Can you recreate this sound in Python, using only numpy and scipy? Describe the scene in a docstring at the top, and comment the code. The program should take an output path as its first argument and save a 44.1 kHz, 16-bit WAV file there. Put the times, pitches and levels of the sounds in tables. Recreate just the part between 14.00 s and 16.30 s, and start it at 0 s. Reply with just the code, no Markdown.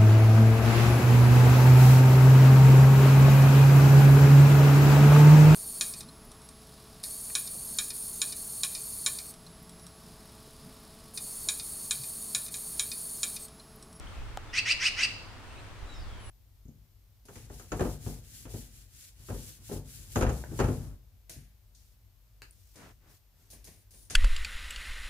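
"""Soft air in the leaves, a distant hum, a little wind on the microphone and faint far-off whistles.
One small knock rings briefly. Then a magpie up in an oak gives four harsh chattering notes: each starts
as a rasp, sweeps up to a clearer, loud top and breaks off. Its voice is a source and a filter: overtones
and pulsed air noise, shaped by the resonances of the beak. Branches and the trees around answer."""
import sys
import numpy as np
from scipy import signal
from scipy.fft import rfft, irfft, next_fast_len
from scipy.io import wavfile
from scipy.ndimage import map_coordinates

SR = 44100
rng = np.random.default_rng(int(sys.argv[2]) if len(sys.argv) > 2 else 0)


def output_pcm(signal):
    """Save a mono or channel-first signal as 16-bit PCM at the path in sys.argv[1].

    Samples are clipped to [-1, 1] before scaling.
    """
    pcm = np.clip(np.atleast_2d(signal).T, -1, 1) * 32767
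    wavfile.write(sys.argv[1], SR, np.round(pcm).astype(np.int16))


N = 101429
TIME_S = np.arange(N) / SR


def amp(db):
    """Decibels to amplitude ratio."""
    return 10 ** (np.asarray(db) / 20)


def unit(x):
    """Normalisation to rms 1."""
    return x / np.sqrt(np.mean(x ** 2) + 1e-20)


def along(points, hz):
    """Interpolation of (frequency, value) points on a logarithmic frequency axis."""
    freqs, values = np.transpose(points)
    return np.interp(np.log(hz + 1), np.log(freqs + 1), values)


def wobble(rate):
    """Random modulation: a smooth curve through `rate` random values a second."""
    return map_coordinates(rng.standard_normal(N // 8), [TIME_S * rate], mode="wrap")


def filtered(x, response):
    """Linear filtering: the spectrum of x times a frequency response."""
    size = next_fast_len(N + SR // 2)
    return irfft(rfft(x, size) * response(np.fft.rfftfreq(size, 1 / SR)), size)[..., :N]


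def minimum_phase(gain):
    """The causal response with this gain, by folding the cepstrum."""
    cepstrum = irfft(np.log(np.maximum(gain, 1e-6)))
    cepstrum[1:len(cepstrum) // 2] *= 2
    cepstrum[len(cepstrum) // 2 + 1:] = 0
    return np.exp(rfft(cepstrum))


def stereo_noise(gain, correlation):
    """Partly coherent noise of rms 1: the ratio of mid to side sets the left-right correlation."""
    def response(hz):
        angle = np.arccos(np.clip(along(correlation, hz), -1, 1)) / 2
        return gain(hz) * [np.cos(angle), np.sin(angle)]
    mid, side = filtered(rng.standard_normal((2, N)), response)
    return unit(np.array([mid + side, mid - side]))


def scatter(x, t60s, build_s):
    """Diffuse reflection: convolution with stereo noise that decays exponentially in each band."""
    hz, t, spectrum = signal.stft(rng.standard_normal((2, SR * 3 // 4)), SR, nperseg=256)
    tail = signal.istft(spectrum * amp(-60 * t / along(t60s, hz)[:, None]), SR, nperseg=256)[1]
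    tail *= 1 - np.exp(-(np.arange(tail.shape[1]) / SR / build_s) ** 2)
    return signal.fftconvolve(x[None], tail / np.linalg.norm(tail[0]), axes=1)[:, :N]


# spectrum of the air in the leaves: frequency_hz, relative_db
AIR_SPECTRUM = [(82, -37), (140, -4), (248, -3), (514, -7.5), (1060, -6.5), (1220, -7), (1320, -6),
                (1550, -8.5), (3080, -13.5), (4850, -19.5), (8930, -26), (15500, -37.5)]
# its left-right likeness: frequency_hz, correlation
AIR_CORRELATION = [(60, 0.22), (180, 0.46), (550, 0.69), (1650, 0.39), (4970, 0.012), (15000, 0.01)]

def leaf_air():
    """Broadband noise of air in the leaves, swaying slightly and slowly easing."""
    level_db = -49.5 - 0.56 * TIME_S
    air = stereo_noise(lambda hz: amp(along(AIR_SPECTRUM, hz)), AIR_CORRELATION)
    return air * amp(level_db + 0.4 * wobble(5.7))


def distant_hum(centre_hz=104.2, half_width_hz=13.3):
    """Narrowband noise: a single spectral peak is heard as a low hum."""
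    peak = lambda hz: 1 / (1 + ((hz - centre_hz) / half_width_hz) ** 2)
    return amp(-53.5) * stereo_noise(peak, correlation=[(100, 0.95)])


# spectrum of the wind rumble: frequency_hz, relative_db
WIND_SPECTRUM = [(10, -6), (28, 4.5), (50, 0.5), (85, -4), (130, -24), (250, -45), (800, -60)]
# course of the gusts: time_s, relative_db
WIND_GUSTS = [(0.0, -45.5), (0.04, -45.5), (0.16, -48.5), (0.18, -40.5), (0.57, -52), (1.38, -53),
              (1.81, -47.5), (1.83, -41.5), (1.96, -50.5), (1.98, -41), (2.23, -44), (2.3, -47.5)]

def microphone_wind():
    """Turbulent pressure on the microphone: a gusting rumble, weakly correlated between the sides."""
    gust_db = np.interp(TIME_S, *np.transpose(WIND_GUSTS)) + 2
    rumble = stereo_noise(lambda hz: amp(along(WIND_SPECTRUM, hz)), [(30, 0.18), (90, 0.47)])
    return amp(gust_db) * rumble


# decay of sound among the trees: frequency_hz, t60_s
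WOOD_DECAY = [(1000, 0.33), (2700, 0.54), (5000, 0.68), (9000, 0.35), (14000, 0.81)]

def wood_reverb(x):
    """Reverberation: scattering among the trees leaves a diffuse tail."""
    return scatter(x, WOOD_DECAY, build_s=0.0098)


def whistle(hz, waver, flutter_db=3):
    """A pure tone under random amplitude and frequency modulation."""
    level = amp(flutter_db * wobble(90))
    pitch_hz = hz * (1 + waver * wobble(900))
    return level * np.sin(2 * np.pi * np.cumsum(pitch_hz) / SR)


# far whistles and chirps: start_s, length_s, first_hz, last_hz, level_db, waver_fraction
BIRD_GLIDES = [(0.043, 0.11, 8950, 9120, -68.5, .0145), (0.07, 0.0074, 3110, 3340, -51, .033),
               (0.168, 0.052, 2610, 2400, -55, .087), (.485, 0.031, 3440, 3600, -56, .015),
               (1.42, 0.26, 8600, 8500, -70.5, .02), (1.487, 0.067, 2457, 3200, -57, .06),
               (1.554, 0.054, 2456, 2674, -55.5, .07), (1.559, .0464, 3860, 4100, -62, .0475),
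               (1.863, 0.14, 4020, 3625, -56, .012), (1.916, .16, 5800, 4180, -58, .048),
               (1.88, .12, 8100, 6500, -64.5, .09), (2.031, .27, 3603, 2760, -60, .03)]
# partials of a very high, held whistle: frequency_hz, level_db
HELD_PARTIALS = [(7865, -68), (10180, -55.5), (14100, -76)]

def far_birds(held_start_s=2.18, held_rise_s=0.086):
    """Exponential pitch glides and one held whistle, blurred by reverberation."""
    calls = np.zeros(N)
    for start, length, first_hz, last_hz, db, waver in BIRD_GLIDES:
        progress = np.clip((TIME_S - start) / length, 0, 1)
        arch = np.sqrt(abs(np.sin(np.pi * progress)))
        calls += amp(db) * arch * whistle(first_hz * (last_hz / first_hz) ** progress, waver)
    fade_in = np.clip((TIME_S - held_start_s) / held_rise_s, 0, 1)
    calls += fade_in * sum(amp(db) * whistle(hz, waver=0.0024) for hz, db in HELD_PARTIALS)
    return calls + amp(-5) * wood_reverb(calls)


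# resonances of the knock: frequency_hz, relative_db, t60_s
DAMPED_MODES = [(604, -6, 0.023), (774, 4.5, 0.021), (1230, -4.5, 0.019), (3000, -8, 0.012),
                (4280, -18, 0.00235)]

def knock(start_s=0.3732, tick_cutoff_hz=4970):
    """Impact close by: a tick of noise and the free decay of a few damped modes."""
    age_s = np.maximum(TIME_S - start_s, 0)
    decay = lambda t60: amp(-60 * age_s / t60) * (age_s > 0)
    ring = sum(amp(db) * decay(t60) * np.sin(2 * np.pi * hz * age_s) for hz, db, t60 in DAMPED_MODES)
    noise = unit(filtered(rng.standard_normal(N), lambda hz: 1 / (1 + (hz / tick_cutoff_hz) ** 3)))
    tick = noise * decay(t60=0.002)
    bass_cut = signal.butter(2, 423, "highpass", fs=SR, output="sos")
    return signal.sosfilt(bass_cut, amp(-28.5) * ring + amp(-21) * tick)


# echoes off near branches: delay_s, left_gain, right_gain
BRANCH_ECHOES = [(.0047, 0.29, 0.077), (.0096, 0.24, 0.18), (0.0174, .18, .16)]
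# stereo balance of the magpie: frequency_hz, left_minus_right_db
MAGPIE_BALANCE = [(1500, 0), (2700, -2.5), (4500, 5), (6500, 0.5), (9000, 2.5)]
# colour of the answer from the trees: frequency_hz, relative_db
WOOD_SPECTRUM = [(1500, 8), (2300, 6), (2800, 5.5), (3600, 6), (4300, 8), (5100, 2.5), (5600, 0),
                 (7500, 6.5)]

def canopy(x):
    """Multipath propagation: direct sound, echoes off branches and twigs, and the tail of the wood."""
    def echoes(hz):
        return sum(np.array([[left], [right]]) * np.exp(-2j * np.pi * hz * delay_s)
                   for delay_s, left, right in BRANCH_ECHOES)
    twigs = amp(-10) * scatter(x, t60s=[(3000, 0.04)], build_s=0.00089)
    near = x + filtered(x, echoes) + twigs
    near = filtered(near, lambda hz: amp(along(MAGPIE_BALANCE, hz) * np.array([[0.5], [-0.5]])))
    far = wood_reverb(filtered(x, lambda hz: amp(along(WOOD_SPECTRUM, hz))))
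    return near + amp(-11.5) * far


# resonances of the half-open beak: frequency_hz, relative_db
BEAK_HALF_OPEN = [(600, -48), (1100, -20.5), (1400, -12), (1900, -2), (2450, 1), (2900, -5.5),
                  (3700, -21.5), (4500, -8.5), (5500, -4.5), (6300, -11.5), (7300, -21), (8400, -19.5),
                  (10000, -28), (16000, -50)]
# resonances of the wide-open beak: frequency_hz, relative_db
BEAK_WIDE_OPEN = [(600, -51), (1200, -21.5), (1900, -5.5), (2700, 1.5), (3500, -11.5), (4150, -10),
                  (4900, -2), (5700, -3), (7400, -17.5), (8600, -10), (10000, -27.5), (13000, -33),
                  (16000, -66)]

def rasp(phase, opening, ragged_db=1):
    """Pulsed excitation: air noise, chopped once a cycle, rings in the opening beak."""
    puffs = rng.standard_normal(N) * np.sqrt(1 + np.cos(phase)) * amp(ragged_db * wobble(250))
    half, wide = (unit(filtered(puffs, lambda hz: minimum_phase(amp(along(shape, hz)))))
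                  for shape in (BEAK_HALF_OPEN, BEAK_WIDE_OPEN))
    return (1 - opening) * half + opening * wide


# overtones of the clear voice: harmonic_number, relative_db
VOICE_HARMONICS = [(2, -17.5), (3, -9.5), (4, 0), (5, -12.5), (6, -9), (7, -2), (8, -17), (9, -22),
                   (11, -18), (12, -13.5), (13, -15)]
# the beak passes little bass: frequency_hz, gain_db
BEAK_RESPONSE = [(800, -20.5), (1300, -7), (1800, -3), (2600, 3.5), (3500, -5), (5000, 0), (7000, -1.5),
                 (8700, -10.5), (10000, -27)]

def clear_voice(pitch_hz, phase, effort_db, opening, shimmer_db=2.5):
    """A harmonic series filtered by the beak; more effort gives more treble."""
    contrast = 0.45 + 0.55 * opening  # the fourth and seventh harmonics stand out as the beak opens
    tone = np.zeros(N)
    for k, db in VOICE_HARMONICS:
        treble_db = 0.9 * effort_db * (k > 6)
        level_db = db * contrast + along(BEAK_RESPONSE, k * pitch_hz) + treble_db
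        tone += amp(level_db + shimmer_db * wobble(300)) * np.sin(k * phase + rng.uniform(0, 2 * np.pi))
    return tone


# the magpie's notes: start_s, top_s, end_s, top_pitch_hz, level_db, swell_db_per_s, attack_s
MAGPIE_NOTES = [(0.535, 0.593, 0.6005, 704.8, -24.5, 127, .016), (.657, .720, 0.73, 736, -22.5, 106, .012),
                (.804, 0.873, .890, 765, -22, 106, .036), (.970, 1.043, 1.058, 734.2, -23, 104, .03)]
REST_HZ, SWEEP_S, FALL_HZ_PER_S = 384.4, 0.042, 11000
LOUDEST_BEFORE_TOP_S, FADE_DB_PER_S, RELEASE_S = 0.0054, 179, 0.0083
CLEAR_S, CLEAR_DB, OPENING_S = 0.0084, 2.5, 0.024

def syllables():
    """Pitch and amplitude envelopes: each note swells, rises and clears toward its top, then drops."""
    onsets_s = [start - attack for start, *_, attack in MAGPIE_NOTES]
    note = np.maximum(np.searchsorted(onsets_s, TIME_S) - 1, 0)
    start, top, end, top_hz, db, swell, attack = np.array(MAGPIE_NOTES)[note].T
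    past_top_s = TIME_S - top
    rise_hz = (top_hz - REST_HZ) * np.exp(np.minimum(past_top_s, 0) / SWEEP_S)
    fall_hz = FALL_HZ_PER_S * np.maximum(past_top_s, 0)
    pitch_hz = REST_HZ + np.maximum(rise_hz - fall_hz, 0)
    past_peak_s = past_top_s + LOUDEST_BEFORE_TOP_S
    clarity = np.exp(-(past_peak_s / CLEAR_S) ** 2)
    opening = np.exp(-(np.minimum(past_peak_s, 0) / OPENING_S) ** 2)
    effort_db = np.minimum(swell * past_peak_s, -FADE_DB_PER_S * past_peak_s) + CLEAR_DB * (clarity - 1)
    fade_in = np.clip((TIME_S - start) / attack + 0.5, 0, 1)
    fade_out = np.clip((end - TIME_S) / RELEASE_S + 0.5, 0, 1)
    return pitch_hz, fade_in * fade_out * amp(db + effort_db), clarity, effort_db, opening


def magpie():
    """Source-filter voice: one oscillation drives tone and rasp; the rasp gives way near each top."""
    pitch_hz, level, clarity, effort_db, opening = syllables()
    jitter = 0.019 - 0.013 * clarity  # the pitch steadies as the voice clears
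    phase = 2 * np.pi * np.cumsum(pitch_hz * (1 + jitter * wobble(450))) / SR
    tone = amp(-4.5 + 3 * clarity) * clear_voice(pitch_hz, phase, effort_db, opening)
    noise = amp(-4.5 - 3.5 * clarity) * rasp(phase, opening)
    return level * (tone + noise)


def scene():
    """Superposition of the magpie in its tree and everything around it."""
    events = canopy(magpie()) + knock() + far_birds()
    background = (leaf_air() + distant_hum()) * amp([[0.4], [-0.4]])  # slightly to the left
    return events + background + microphone_wind()


def record(dry, cutoff_hz=15900):
    """Band limiting: an ideal low-pass filter."""
    return filtered(dry, lambda hz: hz < cutoff_hz)


dry = scene()
out = record(dry)
output_pcm(out)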